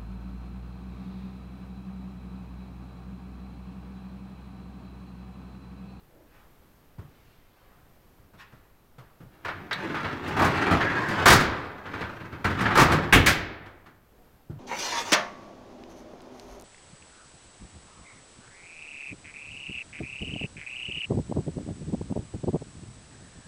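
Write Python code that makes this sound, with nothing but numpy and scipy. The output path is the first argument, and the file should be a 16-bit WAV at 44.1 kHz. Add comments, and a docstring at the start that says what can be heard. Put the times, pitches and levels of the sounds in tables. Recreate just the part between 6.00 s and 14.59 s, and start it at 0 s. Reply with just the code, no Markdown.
"""Plastic folding door, tiled bathroom

Clothes brush, soft steps thump, and the door is pulled shut close to a handheld camera.
The gliders stick and slip along the track; the hollow slats rattle and snap straight.
A second shove clacks the leading post into its catch. The camera's gain ducks and creeps back."""
import sys
import numpy as np
from scipy import signal
from scipy.fft import rfft, irfft, next_fast_len
from scipy.io import wavfile
from scipy.ndimage import uniform_filter1d, map_coordinates

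SR = 44100
rng = np.random.default_rng(int(sys.argv[2]) if len(sys.argv) > 2 else 0)


def transcribe(signal):
    """Save signal, clipped to [-1, 1], as a 16-bit WAV file at the path in sys.argv[1]."""
    frames = np.atleast_2d(signal).T
    limited = np.clip(frames, -1, 1)
    pcm = np.round(limited * 32767).astype(np.int16)
    wavfile.write(sys.argv[1], SR, pcm)


N = 378819
TIME = np.arange(N) / SR

# tiled room decay: f/Hz, t60/s
ROOM_T60 = [(80, 0.91), (170, 0.63), (350, 0.88), (800, 0.96), (1800, 0.74), (3800, 0.62), (6000, 0.41),
            (9000, .25), (12000, 0.29)]
# cloth brushes: t/s, level/dB, centre/Hz, sigma/s
CLOTH_BRUSHES = [(0.192, -61.5, 374, 0.059), (0.36, -59.5, 1200, 0.044), (1.277, -68.5, 2100, 0.2),
                 (1.66, -62.5, 880, 0.11), (2.404, -46, 1500, 0.014), (8.194, -63.5, 447, 0.06)]
# soft steps: t/s, thump/dB, tap/dB
FOOTSTEPS = [(0.982, -38, -55.5), (2.182, -56, -70), (2.333, -53, -59), (2.521, -50.5, -58.5),
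             (2.981, -47, -52.5), (3.203, -47.5, -56.5), (8.497, -35.5, -58)]
# glider drag, long pull then second shove: t/s, scrape/dB
GLIDER_DRAG = [(3.3, -62.5), (3.6, -50), (3.7, -53.5), (3.78, -36.5), (3.9, -39.5), (4, -34), (4.16, -42.5),
               (4.25, -34.5), (4.43, -29.5), (4.751, -27.5), (4.9, -32), (5.43, -26.5), (5.7, -46.5),
               (6.03, -42), (6.35, -54.5), (6.54, -36), (6.919, -28), (7.121, -46)]
# resonances, low room modes up to about 310 Hz, hollow slat modes above: f/Hz, width/Hz, level/dB
RESONANCES = [(96, 30, -2), (155.4, 6.6, 4.5), (193.6, 13, -5), (309, 110, -5.5), (714, 51, -8.5),
              (920, 28, -17), (1230, 34, -10), (1605, 230, -6.5), (1786, 43, -7), (1950, 100, -6.5),
              (2240, 130, -5), (2590, 17, -1), (3090, 21, -13), (3260, 17, -8)]
# knocks: the hand grips the handle and leading post (first two rows), then loose slats collide: t/s, clack/dB,
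# thud/dB, hardness/0-1
KNOCKS = [(3.447, -33, -45, .55), (3.48, -33.5, -48, 0.4), (3.942, -31, -47, .4),
          (4.043, -31, -36.5, .3), (4.275, -38.5, -38.5, 0.94), (4.444, -31, -38, 1),
          (4.708, -29, -24, 0.82), (4.805, -25, -33, .3), (5.083, -37, -31, 1),
          (5.401, -21.5, -28, .95), (5.854, -39.5, -48, .25), (5.934, -35.5, -40, 0.34),
          (6.007, -33.5, -36.5, 0.45), (6.201, -44.5, -42, .5), (6.324, -43, -37.5, .5),
          (6.443, -24, -27, 0.63), (6.5, -34, -31, .65), (6.606, -27.5, -27, .75),
          (6.652, -23.5, -29, .05), (6.708, -27.5, -33, .2), (6.917, -24, -24.5, 0.9),
          (7.657, -43.5, -50.5, 0.62), (7.858, -50, -53, .7)]
# post tugged loose, then hitting frame and catch: t/s, clack/dB, thud/dB, snap/dB, ring/Hz, rise/s
POST_BLOWS = [(3.71, -28.5, -50, -61, 1600, 0.00093), (7.125, -6, -11, -25, 1660, 0.0015),
              (7.131, -4, -15.5, -11, 2830, 0.0018), (7.142, -11, -4.5, -21.5, 1180, 0.0042),
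              (7.26, -8, -22.5, -13.5, 1930, .005), (7.279, -14.5, -26, -21, 2000, .004)]
# handle modes: f/Hz, level/dB
HANDLE_MODES = [(3300, -2), (3750, -3.5), (3960, 2.5), (4400, -4.5), (5200, -17)]
# door jerking straight, levels at mid-swell: t/s, clack/dB, thud/dB, snap/dB, ring/Hz, fold gap/s
FOLD_JERKS = [(4.365, -22, -28.5, -43.5, 1050, .026), (5.256, -7, -14, -16, 1320, 0.022),
              (6.752, -15, -23.5, -30, 1200, .02)]
# spectral shapes: f/Hz, relative level/dB
NOISE_SPECTRUM = [(20, 2.5), (100, -4.5), (200, -9), (500, -13.5), (1300, -19.5), (3000, -28),
                  (7000, -34.5), (10500, -34), (14000, -28.5), (16000, -33.5)]  # room rumble and microphone hiss
THUD_SPECTRUM = [(20, -8), (48, 0), (80, 2.5), (170, -0.5), (330, -4), (480, -9.5), (900, -24), (3000, -81)]  # footfall or flexing panel
TAP_SPECTRUM = [(150, -38), (400, 1.5), (800, 1), (1300, 3), (2500, -10), (6000, -19.5), (15000, -30.5)]  # sole on tile
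SCRAPE_SPECTRUM = [(150, -28), (400, -0.5), (560, -1), (1000, 1.5), (1700, -0.5), (2400, -7), (3600, -14),
                   (5500, -22.5), (9000, -34), (15500, -44.5)]  # gliders on track
RUMBLE_SPECTRUM = [(20, -31.5), (50, -20), (85, 0), (170, -2), (230, -1.5), (310, 1), (480, -11.5),
                   (900, -30.5), (3000, -84)]  # slats shaken by sliding
CLACK_SPECTRUM = [(150, -39.5), (400, -4.5), (700, -6), (1050, -1.5), (1450, 1), (1950, -5.5),
                  (3000, -12.5), (4400, -20.5), (6500, -34.5), (12000, -67.5)]  # part ringing at CLACK_REF_HZ
SNAP_SPECTRUM = [(1500, -41.5), (3500, -6), (4800, -1), (7000, -4.5), (10000, -9), (15500, -15)]  # hard slat edge
CLACK_REF_HZ = 1400


def amp(db):
    """dB to amplitude."""
    return 10 ** (np.asarray(db) / 20)


def unit(x):
    """Scale to rms 1."""
    return x / np.sqrt(np.mean(x ** 2) + 1e-20)


def at_level(x, db):
    """Scale a blow to an rms level over its first 30 ms."""
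    head = x[:round(.03 * SR)]
    return amp(db) * x / np.sqrt(np.mean(head ** 2))


def along(points, hz):
    """Interpolate (f/Hz, value) points over log frequency."""
    knots_hz, values = np.transpose(points)
    return np.interp(np.log(hz + 1), np.log(knots_hz + 1), values)


def hump(hz, centre_hz, octaves):
    """Bell over log frequency, peak 1."""
    return np.exp(-.5 * (np.log2((hz + 1) / centre_hz) / octaves) ** 2)


def wobble(rate_hz):
    """Smooth curve through random knots."""
    knots = rng.standard_normal(int(N * rate_hz / SR) + 4)
    return map_coordinates(knots, [TIME * rate_hz])


def coloured(x, gain):
    """Minimum-phase filter with magnitude gain(hz)."""
    size = 2 * next_fast_len(len(x) // 2 + 4096)
    magnitude = np.maximum(gain(np.fft.rfftfreq(size, 1 / SR)), 1e-6)
    cepstrum = irfft(np.log(magnitude))
    cepstrum[1:size // 2] *= 2
    cepstrum[size // 2 + 1:] = 0
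    return irfft(rfft(x, size) * np.exp(rfft(cepstrum)), size)[:len(x)]


def add(track, start_s, x):
    """Mix x into track."""
    start = round(start_s * SR)
    track[start:start + len(x)] += x[:N - start]


def room(early_db, early_s, rise_s=None):
    """One random room path: dense early burst off door and near walls, long tail, optional build-up."""
    hz, frame_s, noise = signal.stft(rng.standard_normal(SR), SR, nperseg=256)
    decay = amp(-60 * frame_s / along(ROOM_T60, hz)[:, None])
    tail = signal.istft(noise * decay, SR, nperseg=256)[1][:SR]
    t = np.arange(SR) / SR
    path = tail * (1 + amp(early_db) * np.exp(-t / early_s))
    return path * (1 - np.exp(-t / rise_s)) if rise_s else path


def travelling(x, stretches=84):
    """Moving source: each overlapping stretch takes a new room path."""
    out, hop = np.zeros(N), N // stretches
    window = np.sin(np.linspace(0, np.pi, 2 * hop))
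    for start in range(0, N - 2 * hop, hop):
        piece = x[start:start + 2 * hop] * window
        path = room(early_db=10.5, early_s=.013)
        add(out, start / SR, signal.fftconvolve(piece, path / np.linalg.norm(path)))
    return out


def stick_slip(rate_hz, scatter_db):
    """Friction: tiny impulses of uneven size at random times."""
    impulses = (rng.random(N) < rate_hz / SR) * rng.choice([-1, 1], N)
    return unit(impulses * amp(scatter_db * rng.standard_normal(N)))


def background(whine_hz=12452, half_width_hz=170):
    """Wavering room rumble and microphone hiss; thin, fuzzy electronic whine."""
    floor = coloured(rng.standard_normal(N), lambda hz: amp(along(NOISE_SPECTRUM, hz)))
    whine = coloured(rng.standard_normal(N), lambda hz: 1 / (1 + ((hz - whine_hz) / half_width_hz) ** 2))
    return amp(-58 + .7 * wobble(rate_hz=4.6)) * unit(floor) + amp(-81) * unit(whine)


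def clothes():
    """Cloth brushes past in short grainy swells."""
    out = np.zeros(N)
    fibres = stick_slip(rate_hz=3000, scatter_db=.5)
    for peak_s, db, centre_hz, sigma_s in CLOTH_BRUSHES:
        band = coloured(fibres, lambda hz: amp(35 * hump(hz, centre_hz, octaves=1.57)))
        swell = np.exp(-.5 * ((TIME - peak_s) / sigma_s) ** 2)
        out += unit(band) * amp(db) * swell
    return travelling(out)


def steps(boom_hz=123):
    """Soft soles: a low thump booming in the room, plus a faint tap."""
    out = np.zeros(N)
    for start_s, thump_db, tap_db in FOOTSTEPS:
        boom = room(early_db=7.5, early_s=.039)
        thump = coloured(boom, lambda hz: amp(along(THUD_SPECTRUM, hz) + 12.2 * hump(hz, boom_hz, .45)))
        sole = room(early_db=4, early_s=.026, rise_s=.0039)
        tap = coloured(sole, lambda hz: amp(along(TAP_SPECTRUM, hz)))
        add(out, start_s, at_level(thump, thump_db) + at_level(tap, tap_db))
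    return out


def resonance_gain(hz):
    """Low room modes and hollow slat resonances over a flat bed."""
    return 1 + sum(amp(db) / (1 + (2 * (hz - mode_hz) / width_hz) ** 2)
                   for mode_hz, width_hz, db in RESONANCES)


def gliders(firm_scrape_db=-30, firm_rumble_db=-32, rumble_db_per_db=.84):
    """Gliders slip along the track in clumps, scraping and shaking the slats."""
    drag_s, drag_db = np.transpose(GLIDER_DRAG)
    scrape_db = np.interp(TIME, drag_s, drag_db, left=-120, right=-120)
    rumble_db = firm_rumble_db + rumble_db_per_db * (scrape_db - firm_scrape_db)
    slips = stick_slip(rate_hz=520, scatter_db=4) * amp(1.6 * wobble(rate_hz=35))
    scrape = coloured(slips, lambda hz: amp(along(SCRAPE_SPECTRUM, hz)) * np.sqrt(resonance_gain(hz)))
    rumble = coloured(slips, lambda hz: amp(along(RUMBLE_SPECTRUM, hz)) * resonance_gain(hz))
    return unit(scrape) * amp(scrape_db) + unit(rumble) * amp(rumble_db)


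def contact(clack_db, thud_db, snap_db, ring_hz, rise_s):
    """One blow: the panel flexes (thud), a slat rings (clack), its hard edge snaps."""
    strike = room(early_db=12, early_s=.037, rise_s=rise_s)  # slats meet one after another
    flex = room(early_db=6.5, early_s=.035, rise_s=rise_s + .0027)  # the panel swings later
    bass_db = .26 * min(thud_db + 8, 0)  # harder blows shake it deeper
    size_ratio = CLACK_REF_HZ / ring_hz  # smaller parts ring higher

    def panel_gain(hz):
        return amp(along(THUD_SPECTRUM, hz) + bass_db * hump(hz, 39, octaves=.5)) * resonance_gain(hz)

    thud = coloured(flex, panel_gain)
    clack = coloured(strike, lambda hz: amp(along(CLACK_SPECTRUM, hz * size_ratio)) * resonance_gain(hz))
    snap = coloured(strike, lambda hz: amp(along(SNAP_SPECTRUM, hz)))
    return at_level(thud, thud_db) + at_level(clack, clack_db) + at_level(snap, snap_db)


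def knocks(soft_db=-37, hard_db=-11):
    """The hand knocks the post as it grips, then loose slats knock together; harder contact, more snap relative
    to the clack."""
    out = np.zeros(N)
    for start_s, clack_db, thud_db, hardness in KNOCKS:
        snap_db = clack_db + soft_db + hardness * (hard_db - soft_db)
        add(out, start_s, contact(clack_db, thud_db, snap_db, ring_hz=1375, rise_s=.0032))
    return out


def post():
    """The stiff leading post comes loose, later strikes frame and catch."""
    out = np.zeros(N)
    for start_s, *blow in POST_BLOWS:
        add(out, start_s, contact(*blow))
    return out


def handle(start_s=3.7295, direct_peak_db=-21.5, t60_s=.017, rise_s=.0006, room_db=-1):
    """The small plastic handle ticks once as the grip takes hold."""
    out, t = np.zeros(N), np.arange(SR // 10) / SR
    ring = sum(amp(db) * np.sin(2 * np.pi * (hz * t + rng.random())) for hz, db in HANDLE_MODES)
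    crack = .97 * rng.standard_normal(len(t))
    envelope = amp(-60 * t / t60_s) * (1 - np.exp(-t / rise_s))
    tick = coloured((ring + crack) * envelope, lambda hz: amp(21 * hump(hz, 4100, octaves=1)))
    tick = amp(direct_peak_db) * tick / np.abs(tick).max()
    path = room(early_db=23, early_s=.018)
    add(out, start_s, tick)
    add(out, start_s, amp(room_db) * signal.fftconvolve(tick, path / np.linalg.norm(path)))
    return out


def jerks(folds=4, peak_fold=1.5, fall_db_per_fold2=2.2, thud_db_per_fold=2.5, snap_db_per_fold=2):
    """A jerk runs through the folds: contacts swell and fade, thud and snap gaining on the clack."""
    out = np.zeros(N)
    for start_s, clack_db, thud_db, snap_db, ring_hz, gap_s in FOLD_JERKS:
        for fold in range(folds):
            past_peak = fold - peak_fold
            blow = contact(clack_db, thud_db + thud_db_per_fold * past_peak,
                           snap_db + snap_db_per_fold * past_peak, ring_hz, rise_s=.004)
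            add(out, start_s + fold * gap_s, amp(-fall_db_per_fold2 * past_peak ** 2) * blow)
    return out


def singing_glider(start_s=4.77, level_db=-32, start_hz=1760, sag_hz_per_s=250):
    """One glider sings at full speed; its hoarse note sags as the door slows."""
    age_s = TIME - start_s
    carrier = np.exp(2j * np.pi * np.cumsum(start_hz - sag_hz_per_s * age_s) / SR)
    smear = wobble(rate_hz=420) + 1j * wobble(rate_hz=420)  # uneven slips widen the note
    corners_s = np.cumsum([0, .055, .18, .23])  # attack, hold, release
    envelope = np.interp(age_s, corners_s, [0, 1, 1, 0])
    return amp(level_db) * unit((carrier * smear).real) * envelope


def scene():
    """Door, person and room at one microphone."""
    door = knocks() + jerks() + post() + handle() + travelling(gliders() + singing_glider())
    return (door + steps() + clothes() + background())[None]


def gain_control(x, threshold_db, recover_db_per_s):
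    """Gain drops at once above the threshold, then climbs back slowly."""
    level_db = 10 * np.log10(np.abs(uniform_filter1d(x ** 2, size=300)) + 1e-12)
    excess_db = np.maximum(level_db - threshold_db, 0)
    climb_db = recover_db_per_s * TIME
    cut_db = np.maximum.accumulate(excess_db + climb_db) - climb_db
    return x * amp(-cut_db)


def record(dry):
    """Camera: automatic gain, soft peak clipping, band limit."""
    ceiling, top_hz = .72, 15850
    ducked = gain_control(dry[0], threshold_db=-10.5, recover_db_per_s=11.5)
    rounded = ducked / (1 + np.abs(ducked / ceiling) ** 6) ** (1 / 6)
    passband = np.fft.rfftfreq(N, 1 / SR) < top_hz
    return irfft(rfft(rounded) * passband, N)[None]


dry = scene()
out = record(dry)
transcribe(out)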